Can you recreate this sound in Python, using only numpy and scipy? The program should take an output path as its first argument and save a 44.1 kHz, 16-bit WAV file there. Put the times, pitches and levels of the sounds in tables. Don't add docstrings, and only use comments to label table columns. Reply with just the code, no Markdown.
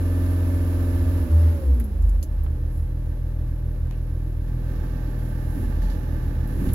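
import sys
import numpy as np
from scipy import signal
from scipy.fft import rfft, irfft, next_fast_len
from scipy.io import wavfile

SR = 44100
rng = np.random.default_rng(int(sys.argv[2]) if len(sys.argv) > 2 else 0)


def to_wav(s):
    ch = np.atleast_2d(s).T
    pcm = np.round(np.clip(ch, -1, 1) * 32767)
    wavfile.write(sys.argv[1], SR, pcm.astype(np.int16))


N = 297234
TIME = np.arange(N) / SR
FFT_SIZE = next_fast_len(N, True)
FREQ = np.maximum(np.arange(FFT_SIZE // 2 + 1) * SR / FFT_SIZE, 1)
SIDES = np.array([[.5], [-.5]])
FAST_HZ, IDLE_HZ = 87, 40.7


def undb(db):
    return 10 ** (np.asarray(db) / 20)


def unit(x):
    return x / np.std(np.atleast_2d(x).mean(axis=0))


def curves(table):
    times, *columns = np.transpose(table)
    return [np.interp(TIME, times, column) for column in columns]


def spectrum(points):
    hz, value = np.transpose(points)
    return np.interp(np.log(FREQ), np.log(hz), value)


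def colour(x, db):
    return irfft(rfft(x, FFT_SIZE) * undb(db), FFT_SIZE)[..., :N]


def walk(rate_hz):
    steps = 1.1 * rng.standard_normal(int(rate_hz * TIME[-1]) + 2)
    return np.interp(TIME * rate_hz, np.arange(len(steps)), steps)


def tone(turns):
    return np.sqrt(2) * np.sin(2 * np.pi * turns)


def swells(table):
    return sum(undb(db) * np.exp(-((TIME - centre) / half) ** 2) for centre, half, db in table)


def cab_stereo(pair, split_hz):
    side = colour(pair[1], -20 * np.log10(1 + (split_hz / FREQ) ** 2))
    return np.array([pair[0] + side, pair[0] - side])


# start_s, end_s, settled_hz, sharp_at_start_hz, rise_hz_per_firing_hz, level_db
WHISTLE_NOTES = [(0, 1.3, 12100, 302, 37.5, -70), (3.05, 6.747, 13600, 990, 300.4, -82)]

def whistles(firing_hz, closeness):
    settle_s, fade_s, waver_hz, close_db = .45, .039, 55, 8
    out = 0
    for start, end, settled_hz, sharp_hz, rise, db in WHISTLE_NOTES:
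        faster_hz = firing_hz - np.interp(start, TIME, firing_hz)
        hz = settled_hz + sharp_hz * np.exp(-np.maximum(TIME - start, 0) / settle_s) + rise * faster_hz
        fade = np.clip(np.minimum(TIME - start, end - TIME) / fade_s, 0, 1)
        gain = fade * undb(db + 2 * walk(25.7))
        out = out + gain * tone(np.cumsum(hz + waver_hz * walk(300)) / SR)
    return out * undb(close_db * closeness)


# frequency_hz, gain_db
HISS_SPECTRUM = [(4000, -29), (7000, 2.5), (9500, 8.5), (12000, -1), (16000, 1.5)]
BUFFET_SPECTRUM = [(25, 0), (70, 6.5), (160, -0.5), (290, -2.5), (390, -15.5), (700, -32), (1500, -39.5),
                   (5000, -45)]
# centre_s, half_length_s, level_db
TRIM_RUBS = [(2.08, 0.086, -62), (2.77, 0.078, -60), (5.26, 0.073, -62), (5.55, 0.2, -57),
             (6.52, 0.067, -59), (6.69, 0.096, -55)]
MIC_GUSTS = [(5.62, 0.078, -28.5), (6.66, 0.1, -25)]

def air(hiss_db, draught_db):
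    hiss = unit(colour(rng.standard_normal((2, N)), spectrum(HISS_SPECTRUM)))
    eddies = cab_stereo(rng.standard_normal((2, N)), split_hz=390)
    buffet = unit(colour(eddies, spectrum(BUFFET_SPECTRUM)))
    hiss_gain = np.hypot(undb(hiss_db), swells(TRIM_RUBS)) * undb(.5 * walk(25))
    buffet_gain = np.hypot(undb(draught_db), swells(MIC_GUSTS)) * undb(1.1 * walk(25))
    return hiss * hiss_gain + buffet * buffet_gain


# start_s, level_db, centre_hz, t60_s
CLICKS_AND_RATTLE = [(1.799, -38.5, 11160, 0.056), (1.8, -46.5, 1700, .07), (1.841, -46.5, 11300, .09),
                     (2.022, -52, 6980, .08), (2.0934, -45, 6810, .044), (2.2274, -34.5, 7000, 0.078),
                     (2.4357, -49, 12950, .05), (2.4642, -40.5, 835, 0.042), (2.776, -56, 9940, 0.036),
                     (2.824, -60, 11920, 0.026), (3.9111, -38, 3400, 0.0066), (3.91, -41, 690, 0.034),
                     (3.921, -55, 2440, 0.28), (5.19, -52, 12000, 0.091), (5.82, -49, 4540, 0.8),
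                     (5.9, -47.5, 4482, 0.29), (6.475, -47, 12100, 0.099), (6.689, -44, 4025, .11),
                     (6.734, -28, 11400, 0.038)]

def clicks_and_rattle():
    out = np.zeros((2, N))
    for start, db, hz, t60 in CLICKS_AND_RATTLE:
        age = np.maximum(TIME - start, 0)
        tail, snap = undb(-60 * age / t60), .39 * undb(-60 * age / .0054)
        band_db = -11 * np.abs(np.log2(FREQ / hz))
        noise = unit(colour(rng.standard_normal((2, N)), band_db))
        out += noise * (TIME >= start) * (tail + snap) * undb(db - 3)
    return out


# frequency_hz, gain_db
FAN_IN_CAB = [(300, -2.5), (340, -14), (420, -13), (470, 2.5), (570, 6), (592, 3), (635, -1.5)]

def cooling_fan(firings, firing_hz, fan_db):
    blades_per_firing, octave_db = 7.285, -15
    blades = blades_per_firing * firings + .15 * walk(13)
    out = 0
    for k, db in ((1, .011), (2, octave_db)):
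        cab_db = np.interp(k * blades_per_firing * firing_hz, *np.transpose(FAN_IN_CAB))
        out = out + undb(fan_db + db + cab_db + 2 * walk(15)) * tone(k * blades)
    return out


# time_s, pitch_hz, level_db
BLOWER_HUM = [(0, 71.08, -38.5), (1.3, 73, -27.5), (2.45, 74.5, -28.5), (4.5, 74.1, -40.5),
              (6.74, 73.73, -30)]

def blower():
    hz, db = curves(BLOWER_HUM)
    return undb(db + 3.1 * walk(19)) * tone(np.cumsum(hz + .87 * walk(11)) / SR)


def knocks(firings, jitter_s, scatter_db, t60_s, count=64):
    cycles = firings / 4
    angles = (np.arange(count) + rng.random(count)) / count
    strengths = np.tanh(2 * rng.standard_normal(count))
    strike_cycles = np.arange(int(cycles[-1]) + 1)[:, None] + angles
    strike_s = np.interp(strike_cycles, cycles, TIME, right=2 * TIME[-1])
    at = ((strike_s + jitter_s * rng.standard_normal(strike_s.shape)) * SR).astype(int)
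    blows = strengths * undb(scatter_db * rng.standard_normal(at.shape))
    inside = (at >= 0) & (at < N)
    train = np.bincount(at[inside], blows[inside], N)
    age = TIME[:SR // 10]
    ring = rfft(rng.standard_normal((2, len(age))) * undb(-60 * age / t60_s), FFT_SIZE)
    rung = irfft(rfft(train, FFT_SIZE) * ring / np.abs(ring), FFT_SIZE)[:, :N]
    return unit(rung / np.sqrt(np.gradient(firings)))


# frequency_hz, gain_db
CLATTER_SPECTRUM = [(250, 3.5), (480, 5.5), (700, 0.5), (1000, -0.5), (1400, -4.5), (1900, -8.5),
                    (2400, -11.5), (3500, -15), (5500, -13), (7500, -22), (11000, -20.5), (16000, -14.5)]
# frequency_hz, weight
CLATTER_LEAN = [(700, 0), (1300, 0.44), (2400, 0.8), (4400, 2.03), (9000, 0)]
# pitch_hz, width_hz, gain_db
PANEL_MODES = [(853, 32, 14), (1155, 50, 5), (1574, 44, 11), (1750, 75, 13.5)]

def clatter(firings, clatter_db, covers_db, lean_db):
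    rasp = rng.standard_normal((2, N)) * (1 + .24 * np.cos(2 * np.pi * firings))
    metal = knocks(firings, jitter_s=.00007, scatter_db=2.5, t60_s=.042)
    blows = cab_stereo(metal + undb(-3.5) * unit(rasp), split_hz=90)
    through_db = spectrum(CLATTER_SPECTRUM) + SIDES * lean_db.mean() * spectrum(CLATTER_LEAN)
    shaken = blows * (1 + .28 * np.cos(np.pi * firings))
    modes = sum(undb(db) / (1 + 2j * (FREQ - hz) / width) for hz, width, db in PANEL_MODES)
    ringing = irfft(rfft(shaken, FFT_SIZE) * modes * undb(through_db), FFT_SIZE)[:, :N]
    sound = unit(colour(blows, through_db) + undb(covers_db) * ringing)
    return sound * undb(clatter_db + 2.5 + SIDES * (lean_db - lean_db.mean()))


# frequency_hz, gain_db
FLOOR_SPECTRUM = [(20, -15), (35, -10.5), (60, 7.5), (100, 1.5), (150, 3.5), (205, -2.5), (260, 4),
                  (330, -0.5), (400, -7), (560, -6.5), (720, -21.5), (1200, -40)]

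def drone(firings, drone_db):
    lean_db, sway_db = -3.2, -47.5
    thuds = knocks(firings, jitter_s=.0007, scatter_db=4, t60_s=.088)
    body = unit(colour(cab_stereo(thuds, split_hz=830), spectrum(FLOOR_SPECTRUM)))
    sway_spectrum = spectrum([(20, 3), (45, 9), (130, 4), (300, -8), (600, -51)])
    sway = unit(colour(rng.standard_normal(N), sway_spectrum))
    return body * undb(drone_db + SIDES * lean_db) + undb(sway_db) * np.array([sway, -sway])


# firing_hz, gain_db
CAB_BOOM = [(41, -25.5), (43, -17.5), (48, -12), (54, -8.5), (68, 2.5), (81, -14), (87, -20)]
# multiple_of_firing_rate, level_db
FAST_NOTES = [(.5, -31.5), (1.5, -44.5), (2, -45.5), (2.25, -45.5), (2.75, -44), (3, -35.5), (3.25, -41),
              (3.5, -46.5), (3.75, -50), (4, -43), (5, -53), (5.5, -53), (6.5, -54), (13.7, -62),
              (17, -73.5), (20, -61.5), (25, -72)]
SLOWING_NOTES = [(2, -37.5), (3, -49.5), (4, -42.5), (5, -52)]
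IDLE_NOTES = [(2, -32.5), (3, -31), (4, -42), (5, -47.5), (6, -59), (7, -60), (8, -51), (9.5, -57),
              (12, -54)]

def engine_orders(firings, firing_hz, fuel, drone_db):
    fast_width_hz, idle_width_hz, shudder_db = 7.5, 1.14, 4
    balance_fuel = .17
    cab_db = np.interp(firing_hz, *np.transpose(CAB_BOOM))
    boom = (fuel - balance_fuel) * undb(cab_db + .5 * walk(22.43)) * tone(firings)
    slowing = sum(undb(db + shudder_db * walk(13)) * tone(k * firings) for k, db in SLOWING_NOTES)
    fast = sum(undb(db + 1.1 * walk(17.3)) * tone(k * firings + rng.random()) for k, db in FAST_NOTES)
    idle = 0
    for k, db in IDLE_NOTES:
        lift_db = (drone_db + 37) * np.interp(k, [2, 4], [0, .8])
        idle = idle + undb(db + 1.78 * walk(18) + lift_db) * tone(k * firings)
    slowing_share = np.interp(firing_hz, [IDLE_HZ, 52, 66, FAST_HZ], [0, 1, 1, 0])
    fast_share = 1 / (1 + ((firing_hz - FAST_HZ) / fast_width_hz) ** 2)
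    idle_share = 1 / (1 + ((firing_hz - IDLE_HZ) / idle_width_hz) ** 2)
    notes = boom + slowing_share * slowing + fast_share * fast + idle_share * idle
    lean_db = spectrum([(100, 2), (200, -.5), (400, -4.5), (700, 26), (1700, -8)])
    return colour(notes, SIDES * lean_db)


# time_s, firing_hz
HAND_THROTTLE = [(0, 87.4), (1.183, 86.9), (1.26, 80.6), (1.5, 81), (1.81, 54.6), (1.955, 47.6),
                 (2.185, 45), (2.215, 42.2), (2.38, 41.9), (2.52, 40.6), (5.1, 40.9), (5.6, 39.9),
                 (5.84, 42.6), (6.07, 40.3), (6.74, 40.6)]

def governor():
    gain, lag_s, drag_per_s = 23, .036, 1.34
    step = 200
    asked = curves(HAND_THROTTLE)[0][::step]
    firing_hz, fuel, states = asked[0], 1, []
    for wanted_hz in asked:
        wanted_fuel = max(1 + gain * (wanted_hz / firing_hz - 1), 0)
        fuel += (wanted_fuel - fuel) * step / SR / lag_s
        firing_hz += firing_hz * drag_per_s * (fuel - 1) * step / SR
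        states.append((firing_hz, fuel))
    return curves(np.column_stack([TIME[::step], states]))


# time_s, closeness
MIC_PATH = [(0, 0), (3.6, 0.14), (4.35, 0.11), (4.72, 0.83), (6.74, 1)]
# idle_db, db_per_speed_doubling, db_per_extra_fuel, close_to_cover_db
DRONE_LAW = (-45.5, 5, -3.5, 5.5)
CLATTER_LAW = (-57.5, 10.5, 2.5, 4.5)
COVERS_LAW = (-10.5, -7, 2, 6.5)
FAN_LAW = (-50, -0.5, -2.5, 2)
HISS_LAW = (-68.5, 13, 1.5, 2.5)
DRAUGHT_LAW = (-61.5, -5, -3, 27)

def scene():
    firing_hz, fuel = governor()
    closeness, = curves(MIC_PATH)
    firings = np.cumsum(firing_hz + .12 * walk(16)) / SR
    state = np.column_stack([np.ones(N), np.log2(firing_hz / IDLE_HZ), fuel - 1, closeness])
    drone_db = state @ DRONE_LAW
    engine = engine_orders(firings, firing_hz, fuel, drone_db) + drone(firings, drone_db)
    lean_db = -3.5 - 6.5 * closeness
    metal = clatter(firings, state @ CLATTER_LAW, state @ COVERS_LAW, lean_db)
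    fans = cooling_fan(firings, firing_hz, state @ FAN_LAW) + blower()
    draught = air(state @ HISS_LAW, state @ DRAUGHT_LAW)
    return engine + metal + fans + draught + whistles(firing_hz, closeness) + clicks_and_rattle()


# frequency_hz, left_db, right_db
MIC_PORTS = [(2690, -0.5, 1.5), (5400, -12.5, -4), (7360, -16, 0), (8180, -20, -14), (9000, -7.5, -14),
             (9510, -2.5, -6.5), (11570, 10, 9), (12860, -6, -0.5), (15800, -10, -2.5)]

def record(dry):
    left_db = spectrum([(hz, left) for hz, left, _ in MIC_PORTS])
    right_db = spectrum([(hz, right) for hz, _, right in MIC_PORTS])
    top_hz = 15850
    lowpass = signal.ellip(10, .2, 80, top_hz, fs=SR, output="sos")
    return signal.sosfilt(lowpass, colour(dry, [left_db, right_db]))


dry = scene()
out = record(dry)
to_wav(out)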